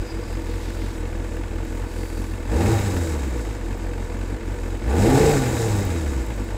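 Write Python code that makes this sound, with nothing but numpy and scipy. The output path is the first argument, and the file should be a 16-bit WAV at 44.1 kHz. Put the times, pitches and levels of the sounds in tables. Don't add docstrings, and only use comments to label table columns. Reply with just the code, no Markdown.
import sys
import numpy as np
from scipy import signal
from scipy.fft import rfft, irfft
from scipy.io import wavfile
from scipy.ndimage import uniform_filter1d

SR = 44100
rng = np.random.default_rng(int(sys.argv[2]) if len(sys.argv) > 2 else 0)


def int16_out(signal):
    q = np.round(np.clip(np.atleast_2d(signal).T, -1, 1) * 32767)
    wavfile.write(sys.argv[1], SR, q.astype(np.int16))


def makeup_ratio(level_db):
    decades = np.asarray(level_db, float) / 20
    return 10 ** decades


N = 289735
TIME = np.arange(N) / SR
IDLE_HZ = 45

# start_s, strength_db, wait_for_next_firing_ms
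STUMBLES = [(0.046, -11.8, 21.2), (0.089, -12.7, 31.2), (0.209, -7.3, 21.2), (0.251, -8.6, 29.0),
            (0.416, -6.6, 25.6), (0.603, -5.8, 29.7), (0.722, -7.2, 24.2), (0.928, -8.6, 26.9),
            (1.099, -4.0, 28.1), (1.289, -4.8, 29.7), (1.48, -4.5, 29.7), (1.673, -4.4, 29.2),
            (1.885, -10.2, 28.4), (2.076, -7.2, 25.1), (2.264, -5.8, 23.9), (2.378, -5.7, 23.2),
            (2.453, -4.4, 23.6), (3.429, -6.7, 21.0), (3.528, -8.3, 21.6), (3.589, -5.2, 23.3),
            (3.772, -4.5, 25.4), (4.07, -4.0, 28.6), (4.254, -4.3, 24.9), (4.383, -14.3, 24.4),
            (4.429, -5.7, 25.8), (4.561, -8.5, 23.4), (4.793, -4.2, 27.4), (6.244, -6.0, 22.3),
            (6.338, -6.3, 19.3), (6.46, -8.1, 24.4)]
# idle_db, db_per_speed_doubling, extra_db_per_squared_doubling,
# open_throttle_db, fade_after_shutting_s
PIPE = (-34, 3.5, 1.83, 6.0, 0.21)
HISS = (-60.5, 9.5, -0.9, 3.5, 0.8)
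# start_s, length_s, level_db
BRUSHES = [
    (0.027, 0.51, -58),
    (.35, 0.47, -50.5),
    (0.61, 0.46, -49.5),
    (1.6, 0.98, -60),
]


def crank():
    speed = firing_rate()
    turns = np.cumsum(speed) / SR
    s, _, wait_ms = np.transpose(STUMBLES)
    mark_s = np.sort(np.r_[s, s + wait_ms / 1000]) - .006
    marks = np.interp(mark_s, TIME, turns)
    whole = np.cumsum(np.round(np.diff(marks, prepend=marks[0])))
    hunt_turns = .035 * np.log(sway(per_s=25, depth_db=8.7))
    hunt = hunt_turns * np.clip(speed / IDLE_HZ - 1, 0, 1)
    along = np.interp(turns, marks, np.arange(len(marks)))
    count = np.diff(whole, append=whole[-1])[along.astype(int)]
    lag_turns = .13
    lag = lag_turns * np.sin(np.pi * along) ** 2 * (count > 2) * (count < 12)
    return np.maximum.accumulate(turns + np.interp(turns, marks, whole - marks) + hunt - lag)


def firings(turns, spread_db, pattern):
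    cylinder_db = [-1.54, -3.1, -2.54, -2.24]
    recovery = [.55, .3, .12]
    lead_share = .45

    at = np.flatnonzero(np.diff(np.floor(turns)) > 0)
    revved = np.clip(firing_rate()[at] / IDLE_HZ - 1, 0, 3)
    chance = rng.standard_normal((1000, 1))[:len(at), 0]
    cylinder = turns[at + 1].astype(int) % 4
    db = pattern * (0.074 + 0.63 * revved) * np.take(cylinder_db, cylinder)
    db = db + spread_db * (1 + .4 * revved) * chance

    s, weak_db, _ = np.transpose(STUMBLES)
    weak = abs(at[:, None] / SR + .006 - s).argmin(0)
    db[weak - 1] += lead_share * weak_db
    for k, share in enumerate(recovery):
        db[weak + k + 1] += share * weak_db
    db[weak] = 1.25 * weak_db
    clicks = np.zeros(N)
    clicks[at] = makeup_ratio(db)
    return clicks


def exhaust(turns):
    # idle_db, db_per_speed_doubling, extra_db_per_squared_doubling, open_throttle_db,
    # fade_after_shutting_s
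    puff_law = (-26.5, 4.0, -1.5, 4.0, 0.27)
    # pitch_hz, width_hz, level_db
    pipe_modes = [(206.7, 39, -4), (269.7, 29.3, 3), (327.8, 11.5, 6.5), (378.2, 27.5, -1), (455, 30, -3.5),
                  (489.1, 11, 5.5), (589, 29, -17.5), (807, 34, -3), (937, 122, -10)]
    # pitch_hz, width_hz, level_db
    airbox_modes = [(239, 4.7, -9), (348, 18, 3.5), (490, 69, -0.5), (788, 37, 4), (844, 17, -33)]
    puff_db, ring_db = loudness(puff_law), loudness(PIPE)
    speed = firing_rate()

    clicks = firings(turns, spread_db=.75, pattern=2.8)
    strength = np.r_[1, clicks[clicks > 0]][np.cumsum(clicks > 0)]
    open_share = np.minimum(0.013 * speed, .88)
    puff = strength * np.sin(np.pi * np.minimum(turns % 1 / open_share, 1)) ** 2
    puff = signal.lfilter(*signal.butter(1, 22, "high", fs=SR), puff)
    rumble = evened(band(rng.standard_normal(N), 30, 110)) * (.19 + .3 * (speed / IDLE_HZ - 1))

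    blow_shape = np.hanning(int(.0024 * SR))
    blows = signal.oaconvolve(firings(turns, spread_db=2.2, pattern=1.3), blow_shape)[:N]
    blows = evened(band(blows, 175, 1220), 0.49)
    gas = evened(band(gusts(clicks, decay_s=0.0035, steady=0.39), 166, 755), 0.76)
    clean = np.clip(.32 + .06 * (speed / IDLE_HZ - 1), 0, .9)
    drive = np.roll(clean * blows + (1 - clean) * gas, int(0.00195 * SR))

    throttle = np.clip((ring_db + 31) / 12, 0, 1)
    howl = 1.3 * ring(drive, airbox_modes, between_db=-50)
    pipes = ring(drive, pipe_modes, between_db=-10) + throttle * howl
    puff, pipes = evened(puff, .3), evened(pipes, .25)
    boom_hz, boom_width_hz, boom_db = 103, 8.3, 2.5
    swell_db = boom_db * np.exp(-((speed - boom_hz) / boom_width_hz) ** 2)
    return makeup_ratio(puff_db) * (makeup_ratio(swell_db) * puff + rumble) + makeup_ratio(ring_db) * pipes


def orders(turns):
    # pitch_hz, level_db
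    tract = [(110, -10), (160, -2), (205, 3.5), (255, 6), (295, -3), (328, 2), (385, -4), (420, -2),
             (450, 12), (485, -1), (620, -10)]
    # multiple_of_firing_rate, level_db
    singing = [
        (2, -1.5),
        (2.5, -10),
        (3, -4.5),
        (4, -9),
    ]
    coast_db = -3.5

    speed = firing_rate()
    hz, db = np.transpose(tract)
    awake = np.clip((speed - 52) / 25, 0, 1)
    tones = 0
    for k, order_db in singing:
        tract_db = np.interp(np.log(k * speed), np.log(hz), db)
        tone = np.sin(2 * np.pi * k * turns) * sway(per_s=25, depth_db=1.6)
        tones = tones + makeup_ratio(tract_db + order_db) * tone
    return makeup_ratio(loudness(PIPE) + coast_db * (2 - opening())) * awake * tones


def mechanics(turns):
    # idle_db, db_per_speed_doubling,
    # extra_db_per_squared_doubling, open_throttle_db, fade_after_shutting_s
    case_law = (-44.5, 4.0, 1.24, 4.0, 0.43)
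    cover_law = (-52, 7.5, 0.85, 3.5, 1.53)
    # pitch_hz, width_hz, level_db
    case_modes = [(1150, 26, 2.5), (1497, 112, 7), (1742, 136, 1.5), (2112, 227, 5), (2626, 140, -8)]
    # pitch_hz, width_hz, level_db
    cover_modes = [(3787, 104, 3.5), (4320, 44, 0), (4600, 57, -8), (5260, 280, 4), (5400, 1900, -8),
                   (6520, 200, 4.5), (6990, 89, 3), (7340, 59, 7.5), (7590, 100, 0), (7870, 98, 11),
                   (7930, 330, 3.5), (9400, 1700, -8.5)]
    # pitch_hz, level_db (per Hz)
    air_colour = [(5290, -1.5), (9000, 4), (10100, 0), (13200, -4), (15100, -3), (15600, -6.5)]
    turn_db = [2.1, 4, 4.9, 7.5]

    toward_db = strokes(turn_db)
    case_db = loudness(case_law)
    cover_db = loudness(cover_law) + 0.15 * toward_db
    air_db = loudness(HISS) + toward_db

    slaps = np.roll(firings(turns, spread_db=3.2, pattern=2.5), int(.0055 * SR))
    knock = gusts(slaps, decay_s=0.008, steady=0.4)
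    cases = ring(band(knock, 580, 3040), case_modes, between_db=-4.5)

    chain = evened(gusts(slaps, decay_s=0.062, steady=5.0))
    valves = evened(rattle(per_s=1400, spread_db=2.5))
    whirr = .5 * evened(knock) + chain + 1.5 * valves
    covers = ring(band(whirr, 3000, 9500), cover_modes, between_db=-8)

    hz = np.fft.rfftfreq(N, 1 / SR)
    f, db = np.transpose(air_colour)
    colour = makeup_ratio(np.interp(np.log(hz + 1), np.log(f), db, left=-99))
    air = irfft(rfft(gusts(slaps, decay_s=0.0059, steady=1.6)) * colour, N)
    air = air + ring(air, [(12800, 220, -5)], between_db=-60)

    bright = makeup_ratio(cover_db) * evened(covers, 0.11)
    bright = bright + makeup_ratio(air_db + 3.5) * evened(air, 0.1) * sway(per_s=40, depth_db=0.2)
    return makeup_ratio(case_db) * evened(cases, 0.079) + bright * sway(per_s=14, depth_db=0.92)


def ticks(turns):
    # start_s, peak_db
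    clear_ticks = [(0.5112, -47), (0.7003, -51), (1.1737, -50), (1.3663, -47), (1.4566, -48), (1.5584, -51),
                   (1.6496, -46), (1.7504, -48), (2.6663, -41), (2.7397, -39), (2.8544, -42), (2.9856, -43),
                   (3.275, -46), (3.68, -58), (3.7753, -48), (4.3231, -57), (4.4084, -50), (4.5865, -66),
                   (4.7711, -51), (5.0305, -39), (5.4874, -36), (5.5398, -41), (5.6106, -39), (5.684, -38),
                   (5.7638, -37), (5.8052, -39), (5.8486, -35), (6.2627, -43), (6.3599, -45), (6.4418, -42)]
    tick_hz, spread_hz, faint_db = 14900, 600, 4

    t = np.arange(400) / SR
    clear = np.round(np.array(clear_ticks)[:, 0] * SR).astype(int)
    last_clear = np.maximum(np.searchsorted(clear, np.arange(N)) - 1, 0)
    since = turns - turns[clear][last_clear]
    each = np.flatnonzero(np.diff(np.floor(since / 2)) == 1)
    chance_db = 3.5 * rng.standard_normal((400, 1))[:len(each), 0]
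    faint = np.c_[each / SR, loudness(HISS)[each] + faint_db + chance_db]

    rows = np.r_[clear_ticks, faint]
    out = np.zeros(N + len(t))
    for (s, db), grit in zip(rows, rng.standard_normal((500, len(t) + 1))):
        hz = tick_hz + spread_hz * np.tanh(grit[-1])
        burst = band(grit[:-1], hz - 1100, hz + 1100)
        burst = burst * np.exp(-t / .003) * np.minimum(t / .0008, 1)
        out[round(s * SR):][:len(t)] += makeup_ratio(db + 2.0) * burst / abs(burst).max()
    return out[:N]


def buzz():
    # time_s, level_db, pitch_hz
    buzz_path = [
        (0, -56, 4880),
        (.24, -52, 4880),
        (.42, -62, 4790),
        (.75, -60, 4600),
        (1, -79, 4500),
        (1.8, -69, 4600),
        (2, -53, 4620),
        (2.2, -58, 4600),
        (2.4, -67, 4600),
    ]
    width_hz = 230
    db, hz = curves(buzz_path)
    fuzz = signal.lfilter(*signal.butter(1, width_hz / 2, fs=SR), rng.standard_normal((2, N)))
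    carrier = np.exp(2j * np.pi * np.cumsum(hz) / SR)
    whistle = ((fuzz[0] + 1j * fuzz[1]) * carrier).real
    return makeup_ratio(db) * sway(per_s=28, depth_db=3.2) * evened(whistle)


def rustle():
    grains = evened(rattle(per_s=9500, spread_db=-3.0)) + rng.standard_normal(N)
    level = strokes(makeup_ratio(np.array(BRUSHES)[:, 2]))
    return level * sway(per_s=28, depth_db=2) * evened(band(grains, 2500, 5500))


def firing_rate():
    # time_s, firing_rate_hz
    speed_path = [(0, 44.2), (2.44, 42.5), (2.51, 51.1), (2.61, 88.06), (2.69, 111.8), (2.78, 104),
                  (3.29, 62.45), (3.6, 43.4), (4.8, 44.47), (4.92, 66.74), (5.06, 116.9), (5.2, 146.2),
                  (5.29, 150.6), (5.43, 127.4), (5.8, 98.67), (6.17, 63.06), (6.42, 48.1), (6.57, 47.7)]
    return curves(speed_path)[0]


def opening(shut_s=0.043):
    # open_s, shut_s, opening (0-1)
    blips = [
        (2.458, 2.61, 0.89),
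        (4.83, 5.19, 1),
    ]
    open_s = 0.072
    total = 0
    for a, b, share in blips:
        total = total + share * np.interp(TIME, [a, a + open_s, b, b + shut_s], [0, 1, 1, 0])
    return total


def loudness(law):
    doublings = np.log2(firing_rate() / IDLE_HZ)
    idle_db, slope_db, bend_db, load_db, shut_s = law
    return idle_db + slope_db * doublings + bend_db * doublings ** 2 + load_db * opening(shut_s)


def gusts(clicks, decay_s, steady):
    flare = signal.lfilter([1], [1, -np.exp(-1 / (decay_s * SR))], clicks)
    return (steady + uniform_filter1d(flare, 60)) * rng.standard_normal(N)


def rattle(per_s, spread_db):
    size = makeup_ratio(spread_db * np.minimum(rng.exponential(1, N), 5))
    hits = rng.random(N) < per_s / SR
    return size * hits * rng.choice([-1, 1], N)


def strokes(sizes):
    total = 0
    for (s, length, _), size in zip(BRUSHES, sizes):
        total = total + size * np.sin(np.pi * np.clip((TIME - s) / length, 0, 1)) ** 2
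    return total


def sway(per_s, depth_db):
    hz = np.geomspace(per_s / 8, per_s, num=24)
    coarse = TIME[::256]
    waves = np.sin(2 * np.pi * (hz * coarse[:, None] + rng.random(len(hz)))) / np.sqrt(hz)
    return makeup_ratio(depth_db * np.interp(TIME, coarse, evened(waves.sum(1))))


def ring(x, modes, between_db):
    out = makeup_ratio(between_db) * x
    for k, (hz, width, db) in enumerate(modes):
        mode = signal.lfilter(*signal.iirpeak(hz, hz / width, SR), x)
        out = out + (-1) ** k * makeup_ratio(db) * mode
    return out


def band(x, lo_hz, hi_hz):
    edges = [lo_hz, min(hi_hz, SR / 2.1)]
    return signal.sosfilt(signal.butter(2, edges, "band", fs=SR, output="sos"), x)


def evened(x, span=None):
    if span is None:
        power = np.mean(x ** 2)
    else:
        width = int(span * SR)
        power = uniform_filter1d(uniform_filter1d(x ** 2, width), width)
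    return x / np.sqrt(abs(power) + 1e-20)


def curves(rows):
    s, *columns = np.transpose(rows)
    return [np.interp(TIME, s, c) for c in columns]


def scene():
    turns = crank()
    engine = exhaust(turns) + orders(turns) + mechanics(turns) + ticks(turns)
    return (engine + buzz() + rustle())[None]


def roll_off(x):
    return signal.sosfilt(signal.butter(12, 15730, fs=SR, output="sos"), x)


def record(dry):
    cut = signal.filtfilt(*signal.butter(2, 22, "high", fs=SR), dry)
    top_hz = 15740
    lowpass = signal.firwin(511, top_hz, window=("kaiser", 9), fs=SR)
    cut = signal.oaconvolve(cut, lowpass[None], "same")
    cut = .95 * np.tanh(cut / .95)
    return roll_off(cut)


dry = scene()
out = record(dry)
int16_out(out)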